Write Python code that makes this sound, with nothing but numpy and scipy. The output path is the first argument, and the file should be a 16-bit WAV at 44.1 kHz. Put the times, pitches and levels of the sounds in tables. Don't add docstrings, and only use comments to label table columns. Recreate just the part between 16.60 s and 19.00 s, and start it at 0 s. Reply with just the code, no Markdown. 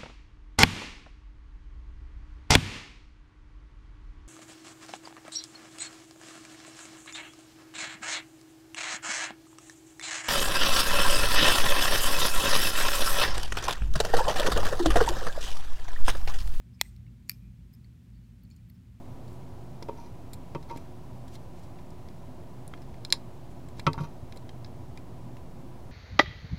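import sys
import numpy as np
from scipy import signal
from scipy.fft import rfft, irfft, next_fast_len
from scipy.io import wavfile
from scipy.ndimage import uniform_filter1d

SR = 44100
rng = np.random.default_rng(int(sys.argv[2]) if len(sys.argv) > 2 else 0)


def master(y):
    cut = np.clip(np.atleast_2d(y).T, -1, 1)
    pcm = np.round(cut * 32767)
    wavfile.write(sys.argv[1], SR, pcm.astype(np.int16))


def how_loud(loudness_db):
    steps = np.asarray(loudness_db, float) / 20
    return 10 ** steps


N = 105840


def unit(x):
    return x / np.sqrt(np.mean(x ** 2) + 1e-20)


def along(points, hz):
    f, value = np.transpose(points)
    return np.interp(np.log(hz + 1), np.log(f + 1), value)


def filtered(x, response):
    size = next_fast_len(N + 8192)
    spectrum = rfft(x, size) * response(np.fft.rfftfreq(size, 1 / SR))
    return irfft(spectrum, size)[:N]


def noise(response):
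    return unit(filtered(rng.standard_normal(N), response))


def closed(points):
    return lambda hz: how_loud(along(points, hz)) * (hz >= points[0][0]) * (hz <= points[-1][0])


def cut(x, hz, kind):
    return signal.sosfilt(signal.butter(6, min(hz, SR / 2.1), kind, fs=SR, output="sos"), x)


def add(track, s, x):
    part = track[round(s * SR):][:len(x)]
    part += x[:len(part)]


def ring(modes, weight_db):
    rise_s, crack_db, crack_t60 = 0.00032, -7, 0.0039
    hz, db, t60 = np.transpose(modes)[:, :, None]
    t = np.arange(SR // 25) / SR
    envelopes = how_loud(db + np.reshape(weight_db, (-1, 1)) - 60 * t / t60)
    tones = envelopes * np.sin(2 * np.pi * hz * t)
    crack = how_loud(crack_db + np.mean(weight_db) - 60 * t / crack_t60) * rng.standard_normal(len(t))
    signs = (-1.) ** np.arange(len(modes))
    return (signs @ tones + crack) * (1 - np.exp(-t / rise_s))


def latch():
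    # f/Hz, level/dB, t60/s
    latch_modes = [(647, -8.5, 0.0053), (915, -9.5, 0.0099), (1231, -19.5, 0.0094), (2010, -3, 0.011),
                   (2525, -18.5, 0.02), (3403, -3, .009), (4140, -0.5, 0.00713), (5550, 1, 0.0047),
                   (7220, 2.5, 0.0031), (8500, -6, 0.0043), (9800, -3, .0032), (11500, -24, .005),
                   (12950, -7.5, 0.0071), (14470, -6, .006),
                   (6515, -7, 0.003877), (13740, -11, .005), (15810, -32, .005)]
    # t/s, level/dB
    snaps = [
        (0.2126, -10.5),
        (0.235, -62.5),
    ]
    low_hz, top_hz = 309.4, 15234
    out = np.zeros(N)
    for s, db in snaps:
        add(out, s, how_loud(db) * ring(sorted(latch_modes), 0))
    out = cut(out, low_hz, "high")
    return cut(cut(out, top_hz, "low"), top_hz, "low")


def bow():
    # f/Hz, level/dB, t60/s
    case_modes = [(1295.3, -15, .007), (1842.7, -17, 0.016), (2395.5, -5, 0.01448), (2966, -23.5, 0.0069),
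                  (4578, 0, 0.0076), (5120, -23.5, 0.02), (5400, -11.5, 0.012), (6920, -11.5, 0.0056),
                  (8010, -15, .005), (9100, -6, 0.0045), (11770, -3, 0.0047), (12900, -8, 0.0084),
                  (13500, -14.5, 0.0091), (15480, -18.5, 0.0087)]
    # t/s, level/dB, brightness/(dB per octave)
    contacts = [(.2170, -50, -7), (.2190, -50.5, 7), (0.22, -45.5, 2), (.6898, -49, 1), (.6939, -40, 4),
                (0.6953, -18.5, 3.5), (0.6964, -30, 3), (0.6972, -35, 1), (0.6987, -35, -0.5),
                (.7000, -50, 5), (.7016, -49, 3), (.7058, -40, 3), (.7064, -44, 1), (.7100, -57, 4),
                (.7133, -54, 6), (0.7161, -39, 2.5), (0.718, -53, 0.5), (0.7262, -58.5, 2),
                (0.7321, -62, -1)]
    scatter_db = 4
    out = np.zeros(N)
    octaves = np.log2(np.transpose(case_modes)[0] / 4500)
    for s, db, tilt_db in contacts:
        scatter = scatter_db * (db < -35) * rng.standard_normal(len(case_modes))
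        add(out, s, how_loud(db) * ring(case_modes, tilt_db * octaves + scatter))
    return out


def touch(hz, others_db):
    # f/Hz, level/dB, t60/s
    loose_modes = [(1505, -7.5, .01), (2000, -3, .016), (2364, -3, 0.027), (3320, -6, .01),
                   (4420, -0.5, 0.018), (5120, -4, 0.022), (5480, -3.5, 0.015), (7000, -0.5, 0.0074),
                   (8600, -2.5, 0.019), (9650, -7, .01), (11770, -0.5, .014), (12900, 1, .014),
                   (14235, -5, .012), (15500, 0, 0.018)]
    favour_oct = 0.1
    damped_share, far_db_per_oct = 0.27, -3
    f, db, t60 = np.transpose(loose_modes)
    distance = np.abs(f - hz)
    f = np.where(distance == distance.min(), hz, f)
    octaves = np.abs(np.log2(f / hz))
    far = 1 - np.exp(-.5 * (octaves / favour_oct) ** 2)
    weight_db = others_db * far + far_db_per_oct * octaves + rng.normal(0, 1.608, len(f))
    return ring(np.transpose([f, db, t60 * damped_share ** far]), weight_db)


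def ticks():
    # t/s, level/dB, favoured f/Hz, level of the other modes/dB
    link_hits = [(0.149, -67, 6100, -6), (.2005, -68, 12900, -9), (.2020, -56, 4630, -11),
                 (0.2075, -47, 4420, -26), (.2085, -56, 13300, -2), (0.219, -51, 15000, -4),
                 (.2200, -45, 10300, -4), (0.2206, -42, 14100, -12.5), (.2262, -50, 4000, 8),
                 (.2264, -65, 8750, -11.5), (0.232, -58, 8100, -10), (0.234, -55, 7000, -7.5),
                 (.2475, -58, 8500, -8), (0.3634, -53, 5520, -0.5), (0.3633, -58, 4015, -2.5),
                 (0.4656, -57, 2265, -13), (0.4773, -64, 2700, -11), (0.716, -47, 13700, -9.5),
                 (0.7183, -48, 5140, -16), (1.134, -64, 15300, -4), (1.1369, -59.5, 5120, -10),
                 (1.1372, -58, 12900, -3), (1.1364, -57.5, 11500, -1.5), (1.1498, -58, 12900, -3),
                 (1.1497, -66.5, 5120, -12), (1.245, -55, 4420, -14), (1.2451, -60.5, 2000, -2),
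                 (1.502, -65, 7000, -5), (1.8328, -62.5, 15500, -5.5), (1.8353, -59.5, 11770, -5.5),
                 (1.8510, -63, 4420, -30.5), (1.902, -56, 7000, -6), (1.9025, -65, 15500, -6),
                 (1.912, -55, 4400, -17), (1.912, -60.5, 7000, -20), (1.9450, -72, 4420, -24),
                 (1.9632, -58, 7000, -9), (1.9628, -60, 12430, 0), (1.963, -65, 8440, -7),
                 (2.0880, -65, 13600, -9), (2.097, -58.5, 15500, -8.5), (2.0994, -55.5, 4420, -5),
                 (2.0995, -53.5, 12900, -3.5), (2.1005, -57.5, 2000, -4.5), (2.131, -66, 15500, -5)]
    chatter_s, chatter_db = 0.002, -20.5
    out = np.zeros(N)
    t = np.arange(SR // 100) / SR
    for s, db, hz, others_db in link_hits:
        chatter = how_loud(chatter_db) * rng.standard_normal(len(t)) * np.exp(-t / chatter_s)
        tick = np.convolve(np.r_[1, chatter], touch(hz, others_db))
        add(out, s, how_loud(db) * tick / np.abs(tick).max())
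    return out


def scrapes():
    # t/s, length/s, level/dB, favoured f/Hz, level of the other modes/dB
    rubs = [(.128, .035, -75, 5120, -8), (.188, 0.021, -65, 2365, -6), (.226, .05, -67, 2030, -12),
            (.232, .08, -70, 8400, -1), (0.671, .02, -75, 7000, -2), (.72, 0.03, -71, 5150, -10),
            (.725, .03, -74, 2390, -10), (0.799, 0.1, -79, 2420, -16), (1.124, 0.03, -75, 13000, -2),
            (1.125, 0.036, -76, 5120, -20), (1.128, .03, -80, 9000, 0), (1.232, 0.028, -80, 4420, -18),
            (1.53, 0.06, -83, 4420, -18), (1.54, .06, -84, 1950, -14), (1.625, .035, -84, 4420, -18),
            (1.81, 0.06, -83, 4420, -18), (1.83, .012, -77, 14500, -2), (1.885, 0.056, -78, 2380, -16),
            (1.905, 0.035, -78, 5170, -20), (1.908, .02, -78, 7100, -12), (1.91, .045, -80, 4420, -18),
            (1.958, .014, -78, 9000, 0), (1.96, .028, -82, 4420, -18), (1.974, 0.02, -80, 2400, -14),
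            (2.092, .014, -75, 14000, -1), (2.13, 0.03, -81, 15000, -5), (2.137, .035, -83, 5150, -16)]
    out = np.zeros(N)
    for s, length, db, hz, others_db in rubs:
        count = round(length * SR)
        grains = rng.standard_normal(count) * how_loud(3.45 * rng.exponential(size=count))
        drive = unit(grains) * np.hanning(count) ** .5
        rub = signal.fftconvolve(drive, touch(hz, others_db))
        add(out, s, how_loud(db) * rub / np.sqrt(np.mean(rub[:count] ** 2)))
    return out


def blurred(x):
    bins, share = 19, .93
    z = signal.stft(x, nperseg=256)[2]
    power = np.abs(z) ** 2
    spread = (1 - share) * power + share * np.abs(uniform_filter1d(power, size=bins, axis=0))
    y = signal.istft(z * np.sqrt(spread / (power + 1e-20)), nperseg=256)[1][:N]
    return y * np.linalg.norm(x) / np.linalg.norm(y)


def room(x):
    # f/Hz, t60/s
    decay = [(400, .22), (2000, 0.5), (8000, 0.42), (15000, 0.51)]
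    # f/Hz, level/dB
    colour = [(700, 2.5), (1500, -6), (2100, -2.5), (4000, -7.5), (7500, -0.5), (11000, -2), (16000, -2.5)]
    level_db, gap_s = -32.5, .02
    hz, t, z = signal.stft(rng.standard_normal(SR // 2), SR, nperseg=256)
    decay_db = along(colour, hz)[:, None] - 60 * t / along(decay, hz)[:, None]
    tail = signal.istft(z * how_loud(decay_db), SR, nperseg=256)[1]
    tail *= 1 - np.exp(-(np.arange(len(tail)) / SR / gap_s) ** 2)
    return how_loud(level_db) * signal.fftconvolve(x, tail / np.linalg.norm(tail))[:N]


def motor():
    # t/s, f/Hz, level/dB
    course = [(0, 116.8, -64.5), (0.099, 118.4, -48), (0.239, 117.9, -64.5), (0.339, 117.4, -50),
              (0.499, 117.1, -48.5), (.62, 118.3, -60), (.72, 117.9, -52), (.95, 118.3, -52.5),
              (1.061, 119.4, -61.5), (1.239, 117.7, -51), (1.43, 117.6, -60), (1.619, 117.4, -53),
              (1.759, 116.4, -57), (1.98, 115.4, -54), (2.1, 117.6, -58), (2.4, 118.9, -55.5)]
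    s, hz, db = np.transpose(course)
    t = np.arange(N) / SR
    phase = 2 * np.pi * np.cumsum(np.interp(t, s, hz)) / SR
    return np.sqrt(2) * how_loud(np.interp(t, s, db)) * np.sin(phase)


def hum():
    # f/Hz, wander width/Hz, level/dB
    bands = [(53.3, 5.6, -55.5), (80, 8, -60), (104.04, 3.8, -65), (177.4, 45.7, -60), (240, 11, -68),
             (356.6, 19, -79.5)]
    out = np.zeros(N)
    for hz, width, db in bands:
        out += how_loud(db) * noise(lambda f: np.exp(-2 * ((f - hz) / width) ** 2))
    return out


def air():
    # f/Hz, level/(dB per Hz)
    rumble = [(20, -33.5), (40, -14.5), (55, -1), (120, -4.5), (230, -8), (312, -22), (420, -31),
              (600, -40)]
    # f/Hz, level/(dB per Hz)
    hiss = [(250, -6.5), (500, 2), (1100, -0.5), (2200, 0.5), (5000, -6), (11600, -10.5), (15750, -12.5),
            (16050, -29.5)]
    return how_loud(-55) * noise(closed(rumble)) + how_loud(-74) * noise(closed(hiss))


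def scene():
    case_low_hz, case_top_hz = 1030, 15350
    latch_send_db, case_send_db, case_send_tilt_db = -1.5, 2.5, -0.5
    snap = latch()
    case = cut(bow() + ticks() + scrapes(), case_low_hz, "high")
    case = cut(case, case_top_hz, "low")
    snap_send = how_loud(latch_send_db) * blurred(snap)
    case_send = filtered(blurred(case),
                         lambda f: how_loud(case_send_db + case_send_tilt_db * np.log2(f / 5000 + .1)))
    direct = snap + case
    background = motor() + hum() + air()
    return (direct + room(snap_send) + room(case_send) + background)[None]


def top_cut(x):
    return signal.sosfilt(signal.butter(12, 16750, fs=SR, output="sos"), x)


def record(dry):
    port_hz, port_width_hz, port_db = 10500, 410, -4
    edge_hz, edge_width_hz = 15770, 380

    def response(f):
        port = 1 - (1 - how_loud(port_db)) * np.exp(-((f - port_hz) / port_width_hz) ** 2)
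        edge = np.exp(-(np.maximum(f - edge_hz, 0) / edge_width_hz) ** 2)
        return port * edge

    return top_cut(filtered(dry[0], response)[None])


dry = scene()
out = record(dry)
master(out)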